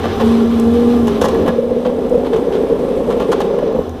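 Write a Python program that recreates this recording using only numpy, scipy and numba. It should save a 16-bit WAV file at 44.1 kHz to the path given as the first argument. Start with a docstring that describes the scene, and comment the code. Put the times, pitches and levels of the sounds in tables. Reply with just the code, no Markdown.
"""A small electric go-cart, heard from its seat, rolls from carpet onto polished concrete and back.
Floor grain booms in the hard wheels, which throb as they turn; the drive hums and its chain whirrs.
Seams thump the wheels, knock the chassis and rattle the frame.
The hall adds a short tail; a limiter holds the peaks down."""
import sys
import numpy as np
from scipy import signal
from scipy.fft import rfft, irfft
from scipy.io import wavfile
from scipy.ndimage import uniform_filter1d, minimum_filter1d
from numba import njit

SR = 44100
rng = np.random.default_rng(int(sys.argv[2]) if len(sys.argv) > 2 else 0)


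def wrap_up_sound(samples):
    """Save the sound to the file named by the first command line argument, as 16-bit audio."""
    columns = np.atleast_2d(samples).T
    # keep every value between -1 and 1, then stretch to whole-number steps
    tamed = np.clip(columns, -1, 1)
    steps = np.round(tamed * 32767).astype(np.int16)
    wavfile.write(sys.argv[1], SR, steps)


N = 4 * SR


def undb(db):
    """Decibels to gain."""
    return 10 ** (np.asarray(db) / 20)


def unit(x):
    """Scale to rms 1."""
    return x / np.sqrt(np.mean(x ** 2))


def curve(table, column=1):
    """One table column, linear in time."""
    rows = np.array(table, float)
    return np.interp(np.arange(N) / SR, rows[:, 0], rows[:, column])


def colour(x, spectrum):
    """Minimum-phase filter through (frequency [Hz], level [dB]) points; rms 1."""
    hz, db = np.array(spectrum, float).T
    bins_hz = np.maximum(np.arange(N // 2 + 1) * SR / N, 1)
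    gain = undb(np.interp(np.log(bins_hz), np.log(hz), db))
    cepstrum = irfft(np.log(gain), N)
    cepstrum[1:N // 2] *= 2
    cepstrum[N // 2 + 1:] = 0
    return unit(irfft(rfft(x) * np.exp(rfft(cepstrum)), N))


@njit
def bandpass(x, hz, width_hz):
    """State-variable band-pass with a moving centre."""
    y, band_state, low_state = np.empty(len(x)), 0., 0.
    for i in range(len(x)):
        g, damping = np.tan(np.pi * hz[i] / SR), width_hz / hz[i]
        band = (band_state + g * (x[i] - low_state)) / (1 + g * (g + damping))
        band_state = 2 * band - band_state
        low_state += 2 * g * band
        y[i] = damping * band
    return y


def drift(rate_hz):
    """Smooth random drift; rms 1."""
    span = int(SR / rate_hz)
    return unit(uniform_filter1d(uniform_filter1d(rng.standard_normal(N), span), span))


def grains(per_s, spread_db):
    """Random tiny impacts of uneven size; rms 1."""
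    size = undb(spread_db * np.clip(rng.standard_normal(N), -2, 2))
    sign = np.sign(rng.standard_normal(N))
    return unit(size * sign * (rng.random(N) < per_s / SR))


def burst(start_s, hold_s, rise_s, decay_s):
    """Rise, hold and exponential release."""
    t = np.arange(N) / SR - start_s
    return np.clip(t / rise_s + .5, 0, 1) * np.exp(-np.maximum(t - hold_s, 0) / decay_s)


def sine(hz):
    """Sine with a moving pitch."""
    return np.sin(2 * np.pi * np.cumsum(hz) / SR)


def hall(x, t60_s=0.56):
    """The hall returns a diffuse tail, mostly middle and treble."""
    tail = rng.standard_normal(N) * burst(0.0023, 0, rise_s=0.015, decay_s=t60_s / np.log(1000))
    wet = signal.fftconvolve(x, tail / np.sqrt(np.sum(tail ** 2)))[:N]
    return signal.sosfilt(signal.butter(2, [500, 6000], "band", fs=SR, output="sos"), wet)


# tread spectrum (frequency [Hz], level [dB])
HISS_SPECTRUM = [(3000, 11), (6000, 2), (7200, 1), (8400, 4.5), (10500, 0), (12200, 2.5), (14000, -19)]
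# tread hiss (time [s], level [dB])
HISS_LEVEL = [(0, -56), (.18, -61), (.26, -37), (.45, -47), (.8, -43), (1.35, -49.5), (1.6, -50),
              (3.0, -46), (3.45, -47.5), (3.75, -62), (4, -73)]

def tread_hiss():
    """The tread brushes the floor in fine grains."""
    brush = colour(grains(per_s=2500, spread_db=2.5), HISS_SPECTRUM)
    return brush * undb(curve(HISS_LEVEL) + .9 * drift(30))


# ticks (time [s], level [dB])
TICKS = [(.598, -24), (2.096, -35.5), (3.894, -37.5)]
# tick spectrum (frequency [Hz], level [dB])
TICK_SPECTRUM = [(4000, -16), (5500, 2.5), (10000, -5)]

def ticks():
    """Loose parts give lone bright ticks."""
    envelope = sum(undb(db) * burst(s, 0, rise_s=.0004, decay_s=.0025) for s, db in TICKS)
    return envelope * colour(rng.standard_normal(N), TICK_SPECTRUM)


# low swells (time [s], hold [s], level [dB])
SWAYS = [(0.22, .08, -19), (3.869, 0.061, -25)]

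def chassis_sway(bounce_hz=84.3):
    """The chassis bounces briefly on its tyres as they press into carpet."""
    push = sum(undb(db) * burst(s, hold, rise_s=.031, decay_s=.031) for s, hold, db in SWAYS)
    return push * sine(bounce_hz * (1 + 0.038 * drift(30)))


# frame modes (frequency [Hz], width [Hz], level [dB])
FRAME_MODES = [(1060, 100, 11.5), (1343, 38, 4.5), (1695, 28, 7), (3017, 41, 1.5), (3395, 44, 2),
               (5000, 100, -7.5), (5880, 60, -3.5)]

def frame_ring(x):
    """The tube frame rings in narrow modes."""
    return unit(sum(undb(db) * bandpass(x, np.full(N, float(hz)), float(width_hz))
                    for hz, width_hz, db in FRAME_MODES))


# chain whirr (time [s], level [dB])
CHAIN_LEVEL = [(0, -31), (.22, -32), (.5, -34.5), (1.35, -35), (1.65, -43), (2.2, -41.5), (3.0, -42),
               (3.45, -38.5), (3.75, -39.5), (4, -43)]
# link spectrum (frequency [Hz], level [dB])
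CHAIN_SPECTRUM = [(600, 6), (1200, 13), (1700, 3), (2200, 1.5), (3000, 2.5), (3800, 2.5), (4500, -6),
                  (6000, -9.5), (7000, -28), (9000, -40), (15000, -65)]

def chain(drive_cycles, flicker_db=2.0, ring_db=-4):
    """Links tick over the sprocket and ring the frame."""
    pulse = 1 + 0.2 * np.sin(2 * np.pi * drive_cycles)
    links = grains(per_s=9000, spread_db=2) * pulse * undb(flicker_db * drift(21))
    ring = undb(ring_db) * frame_ring(rng.standard_normal(N))
    return (colour(links, CHAIN_SPECTRUM) + ring) * undb(curve(CHAIN_LEVEL))


# seam jolts (time [s], hold [s], rattle [dB], clink [dB])
JOLTS = [(0.033, 0.03, -21, -53), (0.199, 0.019, -18, -47), (1.072, 0.0098, -28, -31.5),
         (1.213, 0.011, -15, -27), (1.237, 0.022, -24, -30.5), (1.284, 0.0044, -32, -32),
         (1.461, 0.021, -26.5, -57), (1.477, 0.0084, -23, -35), (1.849, 0.019, -25, -50),
         (2.247, 0.025, -26.5, -68), (2.33, 0.011, -23.5, -47), (2.359, 0.013, -30, -44),
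         (2.522, 0.044, -27.5, -47.5), (3.103, 0.025, -25, -46), (3.197, 0.032, -24.5, -46),
         (3.317, 0.015, -17.5, -32.5), (3.402, 0.014, -20.5, -36)]
# rattle and clink spectra (frequency [Hz], level [dB])
RATTLE_SPECTRUM = [(100, -29.5), (500, 4.5), (800, 4), (1100, -2.5), (1400, -5), (1700, -12), (2300, -17.5),
                   (3100, -12.5), (4700, -23), (8000, -46.5)]
CLINK_SPECTRUM = [(1000, -69), (3000, 7), (4700, -1), (6300, 1.5), (8500, -7), (12200, -6.5), (15000, -36)]

def seam_jolts(rise_s=0.0022, ring_db=-15.5, thud_db=-10):
    """Each seam thuds the wheels, shakes the frame and makes loose metal clink."""
    shake = sum(undb(db) * burst(s, hold, rise_s, decay_s=.012) for s, hold, db, _ in JOLTS)
    clink = sum(undb(db) * burst(s, hold, rise_s, decay_s=.0063) for s, hold, _, db in JOLTS)
    hits = grains(per_s=1500, spread_db=2.5)
    rattle = colour(hits, RATTLE_SPECTRUM)
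    body = rattle + undb(ring_db) * frame_ring(hits) + undb(thud_db) * wheel_ring(hits)
    metal = colour(grains(per_s=1500, spread_db=2.5), CLINK_SPECTRUM)
    return shake * body + clink * metal


# knocks on seams (time [s], level [dB], focus [Hz])
KNOCKS = [(0.211, -15.5, 910), (1.078, -16.5, 950), (1.216, -14.5, 516.7), (1.241, -7.5, 1120),
          (1.255, -12.5, 1130), (1.287, -17, 521.6), (1.347, -16, 760), (1.463, -16.5, 585),
          (1.479, -11.5, 829), (1.488, -13.5, 1610), (2.333, -24, 744), (3.11, -20, 1120),
          (3.204, -16, 900), (3.32, -16, 1890), (3.327, -21, 2900), (3.404, -11.5, 870), (3.588, -20, 2880)]
# chassis modes (frequency [Hz], t60 [s], level [dB])
CHASSIS_MODES = [(185, 0.12, -5), (515.5, 0.07, 3.5), (850, 0.062, -7), (1027, 0.055, -7.5),
                 (1130, 0.056, -10.5), (1426, 0.04, -16.5), (1689, 0.067, -14.5), (1910, 0.042, -16.5),
                 (2940, 0.036, -18.5)]

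def chassis_knocks(focus_db=6.5, focus_octaves=0.21, rise_s=0.0011, crack_db=-20, crack_decay_s=0.0028):
    """Each knock cracks and rings the chassis; where it lands decides which modes ring most."""
    out, t = np.zeros(N), np.arange(SR // 8) / SR
    scatter = rng.standard_normal((len(KNOCKS), len(CHASSIS_MODES), 2))
    for (start_s, db, focus_hz), mode_scatter in zip(KNOCKS, scatter):
        ring = 0
        for (hz, t60_s, mode_db), (detune, scatter_db) in zip(CHASSIS_MODES, mode_scatter):
            boost_db = focus_db * np.exp(-(np.log2(hz / focus_hz) / focus_octaves) ** 2)
            gain = np.sign(scatter_db) * undb(mode_db + boost_db + scatter_db)
            tone = np.sin(2 * np.pi * hz * (1 + 0.013 * detune) * t)
            ring = ring + gain * tone * undb(-60 * t / t60_s)
        crack = undb(crack_db) * rng.standard_normal(len(t)) * np.exp(-t / crack_decay_s)
        i = int(start_s * SR)
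        out[i:i + len(t)] += undb(db) * (ring * np.minimum(t / rise_s, 1) + crack)
    return out


# drive pitch, following the speed (time [s], pitch [Hz])
DRIVE_PITCH = [(0, 229.7), (.22, 226.8), (.33, 231), (.43, 229.6), (.5, 233.6), (.62, 228.5), (.78, 238.2),
               (.85, 237), (.92, 241), (1.05, 235.4), (1.1, 227.6), (1.24, 222), (1.5, 233.6), (2.0, 244.8),
               (2.3, 252.2), (4, 246.5)]

def drive_phase():
    """Running cycle count of the slightly unsteady drive."""
    return np.cumsum(curve(DRIVE_PITCH) * (1 + 0.003 * drift(24))) / SR


# drive hum (time [s], level [dB])
HUM_LEVEL = [(0, -27), (.19, -25), (.25, -10.5), (.55, -13), (.68, -11), (.77, -13.5), (.95, -11),
             (1.06, -13), (1.085, -19), (1.195, -16.5), (1.22, -22.5), (2.25, -23.5), (2.5, -32)]
# hum partials (harmonic [number], level [dB])
HUM_PARTIALS = [(1, 0.5), (2, -15.5), (5, -29.5)]

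def drive_hum(drive_cycles, flutter_db=0.6, jitter_rad=0.14):
    """The drive hums, strongest while pulling over the first carpet."""
    tone = 0
    for harmonic, db in HUM_PARTIALS:
        gain = undb(db + flutter_db * drift(22))
        phase = 2 * np.pi * drive_cycles + jitter_rad * drift(60)
        tone = tone + gain * np.sin(harmonic * phase)
    return unit(tone) * undb(curve(HUM_LEVEL))


# narrow wheel resonance (time [s], pitch [Hz], level [dB])
WHEEL_SING = [(.1, 428, -57), (.25, 428, -16), (.33, 408, -23.5), (.43, 413.3, -15), (.52, 440, -51),
              (.66, 464, -23.5), (.78, 474.5, -17), (.9, 478.5, -20.5), (.98, 477.5, -40), (1.1, 405, -16),
              (1.4, 419, -47)]

def wheel_sing(flutter_db=1.2):
    """The wheels sing in one wavering, nearly pure tone while the cart runs evenly."""
    hz = curve(WHEEL_SING) * (1 + 0.004 * drift(70))
    tone = unit(sine(hz) * undb(flutter_db * drift(33)))
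    return tone * undb(curve(WHEEL_SING, column=2))


# wheel modes (frequency [ratio to wheel resonance], width [Hz], level [dB])
WHEEL_MODES = [(1.091, 73, -3), (0.889, 73, 0)]

def wheel_ring(x):
    """The hard wheels boom in two close resonances with steep skirts."""
    hz = curve(CONCRETE_ROLL, column=2)
    ring = 0
    for k, (ratio, width_hz, db) in enumerate(WHEEL_MODES):
        shifted = np.roll(x, k * SR // 7)  # decorrelates the modes
        mode = bandpass(shifted, ratio * hz, float(width_hz))
        ring = ring + undb(db) * bandpass(mode, ratio * hz, 2.8 * width_hz)
    return unit(ring)


# bumps in the concrete (time [s], hold [s], level [dB])
BUMPS = [(1.341, .02, -10.5), (1.377, 0.0095, -9), (1.582, 0.014, -8), (1.635, 0.019, -14),
         (1.709, .021, -9), (1.767, 0.016, -10.5), (1.853, 0.03, -10), (1.89, 0.012, -7),
         (1.984, 0.0069, -7), (2.117, 0.012, -7), (2.144, .016, -9), (2.256, 0.02, -11.5),
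         (2.332, 0.021, -8.5), (2.362, 0.029, -9), (2.463, 0.018, -16.5), (2.507, 0.017, -14.5),
         (2.612, 0.0058, -8), (2.701, .03, -13), (2.818, 0.026, -15), (2.894, 0.022, -14),
         (2.973, 0.0079, -12.5), (3.085, 0.0058, -9), (3.142, 0.0047, -6), (3.174, 0.013, -12.5),
         (3.292, .012, -7.5), (3.581, .008, -10), (3.64, 0.0073, -12), (3.789, 0.0091, -14)]

def floor_bumps(thud_db=-13):
    """Each uneven patch swells the wheels' ring, at a wandering pitch, over a dull thud."""
    push = sum(undb(db) * burst(s, hold, rise_s=.00315, decay_s=.0049) for s, hold, db in BUMPS)
    hz = curve(CONCRETE_ROLL, column=2) * (1 + 0.0247 * drift(112.6))
    thud = colour(grains(GRAIN_PER_S, GRAIN_SPREAD_DB), CONCRETE_SPECTRUM)
    return push * (sine(hz) + undb(thud_db) * thud)


# rolling on carpet (time [s], level [dB])
CARPET_ROLL = [(0, -22.5), (.05, -20), (.11, -19), (.22, -16), (.35, -20), (1.05, -18.5), (1.4, -20),
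               (1.6, -30.5), (3.7, -38), (3.8, -22), (3.9, -25.5), (4, -27.5)]
# rolling on concrete (time [s], level [dB], wheel resonance [Hz])
CONCRETE_ROLL = [(0, -56, 417), (1.0, -31, 464), (1.25, -23, 440), (1.45, -14.5, 455), (1.6, -22.5, 492),
                 (1.88, -21, 502), (2.03, -19.5, 475), (2.24, -17, 498), (2.305, -19.5, 460),
                 (2.35, -18.5, 445), (2.45, -18, 445), (2.62, -17, 464), (3.1, -16.5, 490),
                 (3.35, -19, 440), (3.56, -16.5, 487), (3.795, -16, 465), (3.82, -22.5, 450), (4, -55, 450)]
# floor spectra (frequency [Hz], level [dB])
CARPET_SPECTRUM = [(20, -19), (50, -14.5), (70, -5), (85, -1), (110, -13.5), (160, -12), (260, -5),
                   (320, -11), (420, -2), (560, -15.5), (780, -14.5), (900, -22), (1150, -29),
                   (1500, -33.5), (2300, -53), (6000, -53)]
CONCRETE_SPECTRUM = [(20, -18), (50, 2.5), (100, -14), (170, 3), (280, 7), (340, -3), (560, -2), (700, -9),
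                     (900, -10), (1100, -17), (1400, -28), (2200, -32), (6000, -49.5)]
# out-of-round throb (rate [per turn], depth [dB])
THROB = [(1, 0.2), (3, 1.5), (4, 1.94)]
GRAIN_PER_S, GRAIN_SPREAD_DB = 900, 1

def rolling_wheels(drive_cycles, cycles_per_turn=31, roar_db=-5):
    """Carpet gives a soft rumble; concrete grain a boom and roar that throb with each wheel turn."""
    turns = drive_cycles / cycles_per_turn
    throb_db = sum(db * np.sin(2 * np.pi * (per_turn * turns + rng.random())) for per_turn, db in THROB)
    carpet = colour(grains(per_s=3000, spread_db=1.1), CARPET_SPECTRUM) * undb(curve(CARPET_ROLL))
    boom = wheel_ring(grains(GRAIN_PER_S, GRAIN_SPREAD_DB))
    roar = undb(roar_db) * colour(grains(GRAIN_PER_S, GRAIN_SPREAD_DB), CONCRETE_SPECTRUM)
    concrete = (boom + roar) * unit(undb(throb_db)) * undb(curve(CONCRETE_ROLL))
    return carpet + concrete


def scene():
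    """The cart and the hall around it, mono."""
    cycles = drive_phase()
    running = drive_hum(cycles) + rolling_wheels(cycles) + wheel_sing() + chain(cycles) + tread_hiss()
    cart = running + seam_jolts() + chassis_knocks() + floor_bumps() + chassis_sway() + ticks()
    return (cart + undb(-8) * hall(cart))[None]


LIMIT_DB, LIMIT_SAMPLES, CUTOFF_HZ = -0.5, 300, 15300

def record(dry):
    """A fast limiter, then a steep low-pass."""
    needed_gain = np.minimum(1, undb(LIMIT_DB) / (np.abs(dry) + 1e-9))
    gain = uniform_filter1d(minimum_filter1d(needed_gain, LIMIT_SAMPLES), LIMIT_SAMPLES)
    return signal.sosfilt(signal.ellip(10, .2, 80, CUTOFF_HZ, fs=SR, output="sos"), dry * gain)


dry = scene()
out = record(dry)
wrap_up_sound(out)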